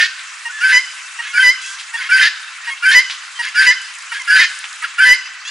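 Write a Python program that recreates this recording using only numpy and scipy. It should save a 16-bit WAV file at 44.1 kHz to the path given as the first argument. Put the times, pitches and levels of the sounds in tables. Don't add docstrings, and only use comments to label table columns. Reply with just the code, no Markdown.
import sys
import numpy as np
from scipy import signal
from scipy.fft import rfft, irfft, next_fast_len
from scipy.io import wavfile

SR = 44100
rng = np.random.default_rng(int(sys.argv[2]) if len(sys.argv) > 2 else 0)


def to_linear_factor(level_db):
    exponent = np.asarray(level_db, float) / 20
    return 10 ** exponent


def transcribe(u):
    v = np.clip(np.atleast_2d(u).T, -1, 1)
    q = np.round(v * 32767).astype(np.int16)
    wavfile.write(sys.argv[1], SR, q)


N = 242550
LEAD = 8192
TIME = (np.arange(N + LEAD) - LEAD) / SR

# (start_s, full_swell_s, end_s, held_pitch_hz, level_db)
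LOUD_SYLLABLES = [
    (-.14, -.11, -.01, 1550, -11),
    (.609, .637, .72, 1550, -8),
    (1.334, 1.377, 1.44, 1551, -8.5),
    (2.09, 2.119, 2.213, 1543, -7.5),
    (2.824, 2.856, 2.918, 1550, -7.5),
    (3.546, 3.583, 3.668, 1552, -8),
    (4.273, 4.312, 4.385, 1522, -10),
    (4.98, 5.004, 5.062, 1545, -5),
]


def at_hz(points, hz):
    table_hz, value = np.transpose(points)
    return np.interp(np.log(hz), np.log(table_hz), value)


def wobble(size, hz):
    low_pass = signal.butter(2, hz, fs=SR, output="sos")
    x = signal.sosfilt(low_pass, rng.standard_normal(size + 2000))[2000:]
    return x / x.std()


def played(rows, fade):
    s, *columns = np.transpose(rows)
    span = slice(*np.searchsorted(TIME, [s[0] - fade, s[-1] + fade]))
    t = TIME[span]
    edge = np.clip(np.minimum(t - s[0], s[-1] - t) / (2 * fade) + .5, 0, 1)
    return span, [np.interp(t, s, c) for c in columns], np.sin(np.pi / 2 * edge) ** 2


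def voice(tables, orders, jitter, flutter_db, divide=1, fade=.005, effort=0, throat=((1, 0), (2, 0)), scatter=1):
    out = np.zeros(len(TIME))
    for rows in tables:
        span, (hz, level_db), edge = played(rows, fade)
        fundamental_hz = hz / divide * (1 + jitter * wobble(len(hz), 80))
        phase = 2 * np.pi * np.cumsum(fundamental_hz) / SR
        for multiple, order_db in orders:
            dulled_db = effort * np.log2(max(multiple / divide, 1)) * (level_db - level_db.max())
            throat_db = at_hz(throat, multiple * hz / divide)
            gain = to_linear_factor(level_db + order_db + dulled_db + throat_db + flutter_db * wobble(len(hz), 48.7))
            offset = scatter * rng.uniform(-np.pi, np.pi)
            out[span] += np.sqrt(2) * edge * gain * np.cos(multiple * phase + offset)
    return out


def glides(notes):
    return [[(s, a, db - 4), (s + length / 2, (a + b) / 2, db), (s + length, b, db - 4)]
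            for s, length, a, b, db in notes]


def shaped(notes, shape):
    return [[(s + share * length, hz * (1 + bend / 100), db + dip_db) for share, bend, dip_db in shape]
            for s, length, hz, db in notes]


def resonant_noise(modes, source):
    out = 0
    for hz, width, db in modes:
        b, a = signal.iirpeak(hz, hz / width, fs=SR)
        band = signal.lfilter(b, a, signal.lfilter(b, a, source))
        out = -out + to_linear_factor(db + 2.0 * wobble(len(TIME), 40)) * band / band.std()
    return out / out.std()


def caller():
    rough = catches() * (whistle() + second_membrane()) + rasp() + breath()
    limited = np.tanh(rough)
    rough_low_cut = signal.butter(4, 950, "high", fs=SR, output="sos")
    return signal.sosfilt(rough_low_cut, limited) + combination_tones() + clean_endings() + soft_syllables()


def whistle():
    # (share of the lead-in 0-1, bend_percent, level_db)
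    lead_shape = [(0, -8.5, -17), (.25, -8, -12), (.88, -6, -10)]
    # (share of the held note 0-1, bend_percent, level_db)
    held_shape = [(0, -1.6, -1), (.25, -.4, 0.5), (.6, 0, 0.5), (.85, .8, -2), (1, -1, -9)]
    # (multiple, level_db)
    whistle_orders = [(1, 0.5), (2, -21)]
    # (multiple, level_db)
    third_orders = [(2, -34), (4, -19), (5, -21.5), (7, -34)]
    leads = shaped([(s, swell - s, hz, db) for s, swell, end, hz, db in LOUD_SYLLABLES], lead_shape)
    helds = shaped([(swell, end - swell, hz, db) for s, swell, end, hz, db in LOUD_SYLLABLES], held_shape)
    notes = [lead + held for lead, held in zip(leads, helds)]
    pure = voice(notes, whistle_orders, jitter=.007, flutter_db=1.6)
    return pure + voice(notes, third_orders, jitter=.012, flutter_db=3.0, divide=3)


def second_membrane():
    # (start_s, length_s, pitch_hz, early_level_db, late_level_db)
    second_notes = [
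        (.615, .11, 1697, -19.5, -17),
        (1.334, 0.052, 1670, -22.5, -9),
        (2.103, 0.068, 1666, -20, -30),
        (2.831, 0.11, 1688, -20, -13),
        (3.555, 0.06, 1690, -14, -12),
        (4.28, 0.07, 1680, -12, -24),
        (4.986, 0.105, 1720, -12, -17),
    ]
    tables = [[(s, hz, early - 9), (s + .35 * length, hz, early), (s + .7 * length, hz, early),
               (s + length, hz * 1.035, late)] for s, length, hz, early, late in second_notes]
    return voice(tables, [(1, 0), (2, -24), (3, -20)], jitter=.01, flutter_db=2.5)


def catches():
    # (centre_s, length_s, depth_db)
    breaks = [
        (.678, .006, -9),
        (.688, .012, -8),
        (1.388, .004, -16),
        (2.186, .012, -10),
        (2.916, .005, -16),
        (5.018, .004, -10),
        (5.056, .005, -8),
    ]
    return to_linear_factor(sum(db * np.exp(-((TIME - s) / (length / 2)) ** 2) for s, length, db in breaks))


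def rasp():
    # (start_s, length_s, fifth_harmonic_hz, level_db)
    rasp_notes = [
        (-.03, 0.103, 1776, -6.5),
        (2.215, 0.076, 1690, -7.5),
        (2.914, 0.04, 1760, -7),
        (3.705, 0.035, 1744, -15.5),
        (4.36, 0.0514, 1689, -7),
        (4.41, 0.051, 1770, -7),
    ]
    # (share of the note 0-1, bend_percent, level_db)
    rasp_shape = [(0, 4.5, 2.5), (0.302, .5, -2.6), (.55, -.5, 0.5), (.78, 5, -4.5), (1, 0.5, -11)]
    # (frequency_hz, level_db)
    rasp_throat = [(900, -36), (1400, -18), (1750, -4.5), (2100, -14), (2700, -18), (3700, -20),
                   (4400, -19), (6200, -28), (8000, -38)]
    rasp_orders = [(k, at_hz(rasp_throat, 350 * k)) for k in range(3, 23)]
    return voice(shaped(rasp_notes, rasp_shape), rasp_orders, jitter=.014, flutter_db=3.0, divide=5,
                 fade=.008, scatter=.4)


def breath():
    # (frequency_hz, width_hz, level_db)
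    roar_modes = [(1300, 340, -34), (1711, 430, 10), (2524, 1600, 6.5), (3100, 960, 4), (3880, 1470, 0)]
    beak_modes = [(4500, 260, -5), (4800, 220, 0), (5280, 300, -3), (6900, 900, -12)]
    whistling_modes = [(9070, 6700, 4), (10700, 480, 3), (10830, 640, -1.5)]
    # (start_s, length_s, roar_db, beak_db, whistling_db)
    gusts = [(-.1, 0.17, -14.5, -42, -36), (.605, 0.19, -17.5, -29, -33), (1.335, 0.18, -22.5, -26.5, -32),
             (2.095, 0.19, -16, -25, -31), (2.826, 0.18, -17, -28.5, -30), (3.55, 0.15, -14, -22.5, -29.5),
             (4.275, 0.166, -17.5, -24.5, -30.5), (4.98, .17, -19.5, -28.5, -30)]
    # (share of the gust 0-1, roar_db, beak_db, whistling_db)
    gust_shape = [(0, -8.5, -11.5, -7.5), (.2, -20, 0.5, -3), (.5, 0.5, -4.5, 1.8), (.77, -3.5, -5.5, -5.5),
                  (1, -13, -4, -9.5)]
    # (start_s, length_s, roar_db, beak_db, whistling_db)
    puffs = [(1.19, 0.11, -29, -51, -60), (1.935, 0.15, -28, -29.5, -42), (2.64, 0.071, -28, -32, -44),
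             (3.39, 0.11, -25.5, -26.5, -41), (4.115, 0.066, -26.5, -29, -38.5),
             (4.82, 0.046, -27, -30, -37), (5.45, 0.11, -33.5, -27, -58), (2.215, 0.069, -22.5, -24, -47),
             (2.98, 0.048, -28, -24, -40), (4.39, 0.061, -22, -25, -45), (5.13, 0.038, -30, -26, -39)]
    # (share of the puff 0-1, roar_db, beak_db, whistling_db)
    puff_shape = [(0, -7, -14.5, .1), (.55, 0.6, -7.1, -5), (1, -3.5, -15.5, -14)]
    air, out = rng.standard_normal(len(TIME)), np.zeros(len(TIME))
    noises = [resonant_noise(roar_modes, flapping(air_share=1.3)),
              resonant_noise(beak_modes, air),
              resonant_noise(whistling_modes, air)]
    for rows in airflow(gusts, gust_shape) + airflow(puffs, puff_shape):
        span, levels, edge = played(rows, fade=.008)
        for noise, level_db in zip(noises, levels):
            out[span] += edge * to_linear_factor(level_db + 1.5) * noise[span]
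    return out


def flapping(air_share):
    flap_hz = 170.5
    cycles = np.cumsum(flap_hz * (1 + .025 * wobble(len(TIME), 35))) / SR
    pulses = np.diff(np.floor(cycles), prepend=0) * to_linear_factor(1.5 * rng.standard_normal(len(TIME)))
    return pulses / pulses.std() + air_share * rng.standard_normal(len(TIME))


def airflow(rows, shape):
    return [[(s + share * length, *np.add(levels, dips)) for share, *dips in shape] for s, length, *levels in rows]


def combination_tones():
    # (start_s, length_s, level_db)
    sum_flares = [(.618, .04, -25), (1.345, .05, -19), (2.11, .034, -16), (2.832, .048, -19),
                  (3.56, .035, -20), (4.285, .05, -28), (4.985, .045, -20)]
    # (share of the flare 0-1, bend_percent, level_db)
    sum_shape = [(0, 1.5, -9), (.35, .5, 0), (.7, -1.5, 0), (1, -4, -14)]
    # (start_s, length_s,
    # first_pitch_hz, last_pitch_hz, level_db)
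    higher_tones = [(1.4, .035, 3120, 3080, -19), (2.13, .03, 4780, 4800, -22),
                    (2.192, .014, 3120, 3120, -17), (2.228, .018, 3740, 3740, -19),
                    (2.885, .022, 3110, 3110, -19), (3.572, .04, 4800, 4720, -20),
                    (4.315, .05, 4700, 4850, -22), (4.378, .045, 3700, 3760, -22),
                    (5.03, .018, 3110, 3110, -17), (5.045, .06, 4150, 4300, -27)]
    octaves = [(row[0], .025, 2790, 2870, row[4] - 20) for row in LOUD_SYLLABLES]
    sums = shaped([(s, length, 2315, db) for s, length, db in sum_flares], sum_shape)
    return voice(sums + glides(higher_tones + octaves), [(1, 0)], jitter=.01, flutter_db=2.5)


def clean_endings():
    # (start_s, held_length_s, lowest_second_harmonic_hz, level_db, weaker_at_onset_db)
    clean_notes = [
        (.724, .053, 1972, -5, 2.5),
        (1.427, .07, 1973, -5, 4.5),
        (2.947, 0.04, 1967, -3, 1),
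        (3.667, 0.036, 1960, -4.5, -0.5),
        (5.05, 0.076, 1962, -3.5, 6),
    ]
    # (share of the held tone 0-1, bend_percent, level_db)
    clean_shape = [(0, 2.8, -2), (.25, 1.3, -1), (.65, 0.1, -0.3), (1, 1.5, -0.8)]
    # (later_s, bend_percent, level_db)
    flip = [(.012, 5.5, -5.5), (.021, 7.5, -12), (.031, 8.3, -21)]
    # (start_s, length_s, first_pitch_hz, last_pitch_hz, level_db)
    flickers = [
        (2.205, 0.05, 2050, 2021, -12.5),
        (4.388, 0.026, 2019, 2010, -8),
        (4.435, 0.02, 2105, 2067, -15),
    ]
    # (multiple, level_db)
    clean_orders = [(1, -25.5), (2, -1), (3, -13), (4, -25), (5, -13.5), (6, -18.5), (7, -23), (8, -31.5),
                    (9, -36.5), (10, -41), (11, -34)]
    # (frequency_hz, level_db)
    clean_throat = [(3950, 0), (4200, 11), (4800, 0), (5250, 2), (5900, 0), (6150, 2), (7000, 0)]
    tables = []
    for s, length, hz, db, weaker_db in clean_notes:
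        held = [(s + share * length, hz * (1 + bend / 100), db + dip_db - weaker_db * max(1 - share / 0.82, 0))
                for share, bend, dip_db in clean_shape]
        upturn = [(s + length + later, hz * (1 + bend / 100), db + dip_db) for later, bend, dip_db in flip]
        tables.append(held + upturn)
    return voice(tables + glides(flickers), clean_orders, jitter=.003, flutter_db=.6, divide=2, effort=1.0,
                 throat=clean_throat, scatter=.25)


def soft_syllables():
    # (start_s, length_s, pitch_hz, level_db)
    soft_notes = [(.448, 0.038, 932, -28), (1.187, 0.027, 936, -26.5), (1.936, 0.033, 922, -25.5),
                  (2.672, 0.035, 935, -27), (3.389, 0.032, 948, -23.5), (4.118, 0.022, 936, -27),
                  (4.821, 0.024, 958, -31)]
    # (share of the note 0-1, bend_percent, level_db)
    soft_shape = [(0, 1.5, -12), (.2, .5, -2), (.5, 0, -1.5), (.8, -.3, -2.5), (1, -1, -11)]
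    # (start_s, length_s, first_pitch_hz, last_pitch_hz, level_db)
    after_notes = [(1.268, .02, 1060, 1080, -38), (1.298, .02, 1090, 1075, -36),
                   (2.008, 0.022, 1090, 1020, -32), (2.04, 0.054, 1036, 1120, -37),
                   (2.698, 0.041, 1105, 1066, -31), (3.465, 0.026, 1085, 1000, -32),
                   (4.193, 0.016, 1095, 1030, -32), (4.209, .02, 1020, 1025, -34)]
    # (multiple, level_db)
    soft_orders = [(1, -6), (2, 6.5), (3, -3.5), (4, -39), (6, -15), (9, -13), (10, -24)]
    return voice(shaped(soft_notes, soft_shape) + glides(after_notes), soft_orders, jitter=.004, flutter_db=.8,
                 fade=.003, scatter=.25)


def flock():
    # (start_s, length_s, first_pitch_hz, last_pitch_hz, level_db)
    peep_notes = [(.52, 0.098, 1700, 1800, -28.5), (.585, 0.017, 1624, 1680, -23),
                  (.495, .02, 1480, 1490, -29.5), (1.235, 0.054, 1650, 1740, -33),
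                  (1.615, 0.145, 1532, 1595, -33), (4.295, 0.04, 2765, 2860, -27),
                  (2.115, 0.081, 9800, 9100, -42), (1.96, 0.041, 1576, 1780, -30.5),
                  (1.985, 0.037, 1530, 1490, -27), (2.6, .06, 1800, 1900, -34),
                  (2.63, 0.062, 2430, 3000, -39), (3.35, 0.05, 3120, 3180, -35),
                  (3.425, 0.048, 1690, 1720, -27), (3.765, 0.024, 3062, 3000, -30),
                  (4.093, .025, 2900, 3050, -34), (4.143, .012, 3050, 3080, -31),
                  (1.965, .025, 3330, 3480, -31), (4.116, 0.013, 1483, 1300, -20.5),
                  (4.116, 0.013, 2330, 2250, -28), (4.15, 0.042, 1615, 1690, -25),
                  (4.458, 0.026, 3060, 3090, -26), (4.822, 0.017, 1294, 1270, -27),
                  (4.822, 0.026, 2240, 2270, -29), (4.838, 0.0086, 1700, 1550, -16),
                  (4.842, 0.015, 1435, 1350, -20.5)]
    hoarse_notes = [(1.228, .075, 635, 680, -38), (1.612, 0.094, 665, 667, -32),
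                    (2.015, .05, 610, 645, -34), (3.43, 0.079, 640, 690, -34), (4.14, .055, 620, 660, -38),
                    (5.452, 0.065, 650, 744, -27)]
    # (multiple, level_db)
    hoarse_orders = [(4, -2.5), (5, -4), (6, -15), (9, -12), (10, -11.5)]
    peeps = voice(glides(peep_notes), [(1, 0), (2, -16)], jitter=.008, flutter_db=1.5)
    return peeps + voice(glides(hoarse_notes), hoarse_orders, jitter=.01, flutter_db=2.5)


def leaves():
    # (start_s, peak_db, centre_hz, t60_s); the burst at 5.475 s roughens a hoarse note instead
    cracks = [(1.222, -24, 2500, .02), (1.227, -24, 2500, .02), (3.44, -22, 3800, .1),
              (0.192, -18.5, 2800, 0.046), (1.785, -21, 3300, 0.2), (1.796, -19, 4000, 0.12),
              (3.097, -13, 3000, 0.05), (3.104, -14, 3800, 0.18), (3.815, -23, 8000, 0.038),
              (3.825, -40, 8500, .03), (3.938, -26, 7500, .02), (3.951, -21.5, 7500, 0.014),
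              (3.984, -21.5, 7550, 0.038), (4.02, -26, 7660, .03), (1.615, -23.5, 6700, 0.4),
              (1.66, -21, 6700, 0.71), (1.7, -37, 8440, 0.036), (4.218, -21, 7500, 0.018),
              (4.385, -28, 8750, .02), (3.332, -32, 6450, 0.027), (3.45, -23, 7000, .025),
              (3.486, -22, 7900, .025), (3.698, -19, 9000, .02), (5.475, -25, 6440, 0.22),
              (4.588, -19, 8800, .02), (4.727, -28, 8500, .02), (4.757, -27, 8000, .025),
              (1.14, -29, 8600, .04), (4.64, -13.5, 2320, 0.049), (4.652, -16, 2950, 0.021),
              (4.728, -19.5, 5500, 0.011), (4.757, -37, 3230, 0.037)]
    out, t = np.zeros(len(TIME) + 4096), np.arange(4096) / SR
    for s, peak_db, hz, t60 in cracks:
        burst = rng.standard_normal(len(t)) * to_linear_factor(-60 * t / t60) * np.minimum(t / 0.0017, 1)
        leaf_band = signal.butter(2, [hz / 1.65, hz * 1.29], "band", fs=SR, output="sos")
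        burst = signal.sosfilt(leaf_band, burst)
        at = LEAD + round(s * SR)
        out[at:at + len(t)] += to_linear_factor(peak_db) * burst / np.abs(burst).max()
    return out[:len(TIME)]


def ports(x):
    # (frequency_hz, left_lead_rad)
    port_phase = [(950, -0.5), (4000, -0.41), (11000, -0.66)]
    size = next_fast_len(len(x))
    hz = np.arange(1, size // 2 + 2) * SR / size
    half_turn = np.exp(.5j * at_hz(port_phase, hz))
    return irfft(rfft(x, size) * np.array([half_turn, half_turn.conj()]), size)[:, :len(x)]


def surroundings(x, tail_db, alike):
    # (centre_hz, t60_s, level_db)
    tail_bands = [(1000, 0.89, -5), (1550, 0.82, -2.5), (1930, 0.44, -8), (3000, 0.64, 1.5),
                  (4900, 0.68, 2.5), (10300, 0.55, -7)]
    # (delay_s, level_db)
    echoes = [
        (.058, -22),
    ]
    t, response = np.arange(SR) / SR, 0
    centres = np.array(tail_bands)[:, 0]
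    edges = [600, *np.sqrt(centres[1:] * centres[:-1]), 14000]
    for (hz, t60, band_db), low, high in zip(tail_bands, edges, edges[1:]):
        band = signal.butter(2, [low, high], "band", fs=SR, output="sos")
        mid, side = signal.sosfilt(band, rng.standard_normal((2, SR)))
        envelope = to_linear_factor(band_db - 60 * t / t60 + 3.0 * wobble(SR, 18))
        response = response + (mid + np.sqrt(1 - min(alike, 1)) * side * [[1], [-1]]) * envelope
    response = to_linear_factor(tail_db) * response * np.minimum(t / 0.0025, 1) / np.sqrt(np.sum(response ** 2) / 2)
    for k, (delay, db) in enumerate(echoes):
        response[[0, 1], round(delay * SR) + np.array([0, 3 * (-1) ** k])] += to_linear_factor(db)
    swayed = np.interp(TIME + .00004 * wobble(len(x), 14), TIME, x)
    return signal.fftconvolve(swayed[None], response, axes=1)[:, :len(x)]


def outdoors(patchy_db):
    # (frequency_hz, density_db_per_hz)
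    air_spectrum = [(240, -66), (400, -31), (907, -7.5), (985, 0), (1370, 6), (2050, 5.5), (2300, 4.5),
                    (2910, 0.5), (3480, -1.5), (7890, -7.5), (11000, -24), (14300, -81), (22000, -120)]
    # (frequency_hz, left_right_likeness)
    likeness = [(800, 0.69), (3000, 0.71), (11000, 0.83)]
    # (time_s, lift_db)
    breeze = [(0, 5), (.85, 8.5), (2.7, 3), (4.6, 8), (5.3, -1.5)]
    out, edges = 0, 400 * 2 ** np.arange(0, 5.1, 1 / 3)
    white = rng.standard_normal((2, 2, N))
    breeze_db = np.interp(TIME[LEAD:], *np.transpose(breeze))
    for k, (low, high) in enumerate(zip(edges, edges[1:])):
        band = signal.butter(2, [low, high], "band", fs=SR, output="sos")
        mid, side = signal.sosfilt(band, white[k % 2])
        hz = np.sqrt(low * high)
        alike = np.clip(at_hz(likeness, hz), -1, 1)
        gain = to_linear_factor(at_hz(air_spectrum, hz) + patchy_db * wobble(N, 19) + breeze_db * (hz / 9000) ** 2)
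        out = out + gain * (np.sqrt(1 + alike) * mid + np.sqrt(1 - alike) * side * [[1], [-1]])
    return to_linear_factor(-32.5) * out / out.std()


def cricket():
    tone = resonant_noise([(2664, 40, 0)], rng.standard_normal(len(TIME)))
    return to_linear_factor(-46.5 + 1.1 * wobble(N, 1.2)) * tone[LEAD:]


def scene():
    close = caller() + flock() + leaves()
    near = ports(close) * to_linear_factor(np.array([[-.2], [.2]]))
    far = surroundings(close, tail_db=-13.5, alike=0.94)
    return (near + far)[:, LEAD:] + outdoors(patchy_db=1.93) + cricket()


def top_cut(x):
    return signal.sosfilt(signal.butter(12, 21000, fs=SR, output="sos"), x)


def record(dry):
    led_in = np.hstack([dry[:, 999::-1], dry])
    thin = signal.sosfilt(signal.butter(6, 600, "high", fs=SR, output="sos"), led_in)
    narrow = signal.sosfilt(signal.ellip(12, .5, 85, 11000, fs=SR, output="sos"), thin)
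    clipped = np.clip(narrow, -1, 1)
    topped = signal.sosfilt(signal.cheby2(10, 30, 16200, fs=SR, output="sos"), clipped)[:, 1000:]
    return top_cut(topped)


dry = scene()
out = record(dry)
transcribe(out)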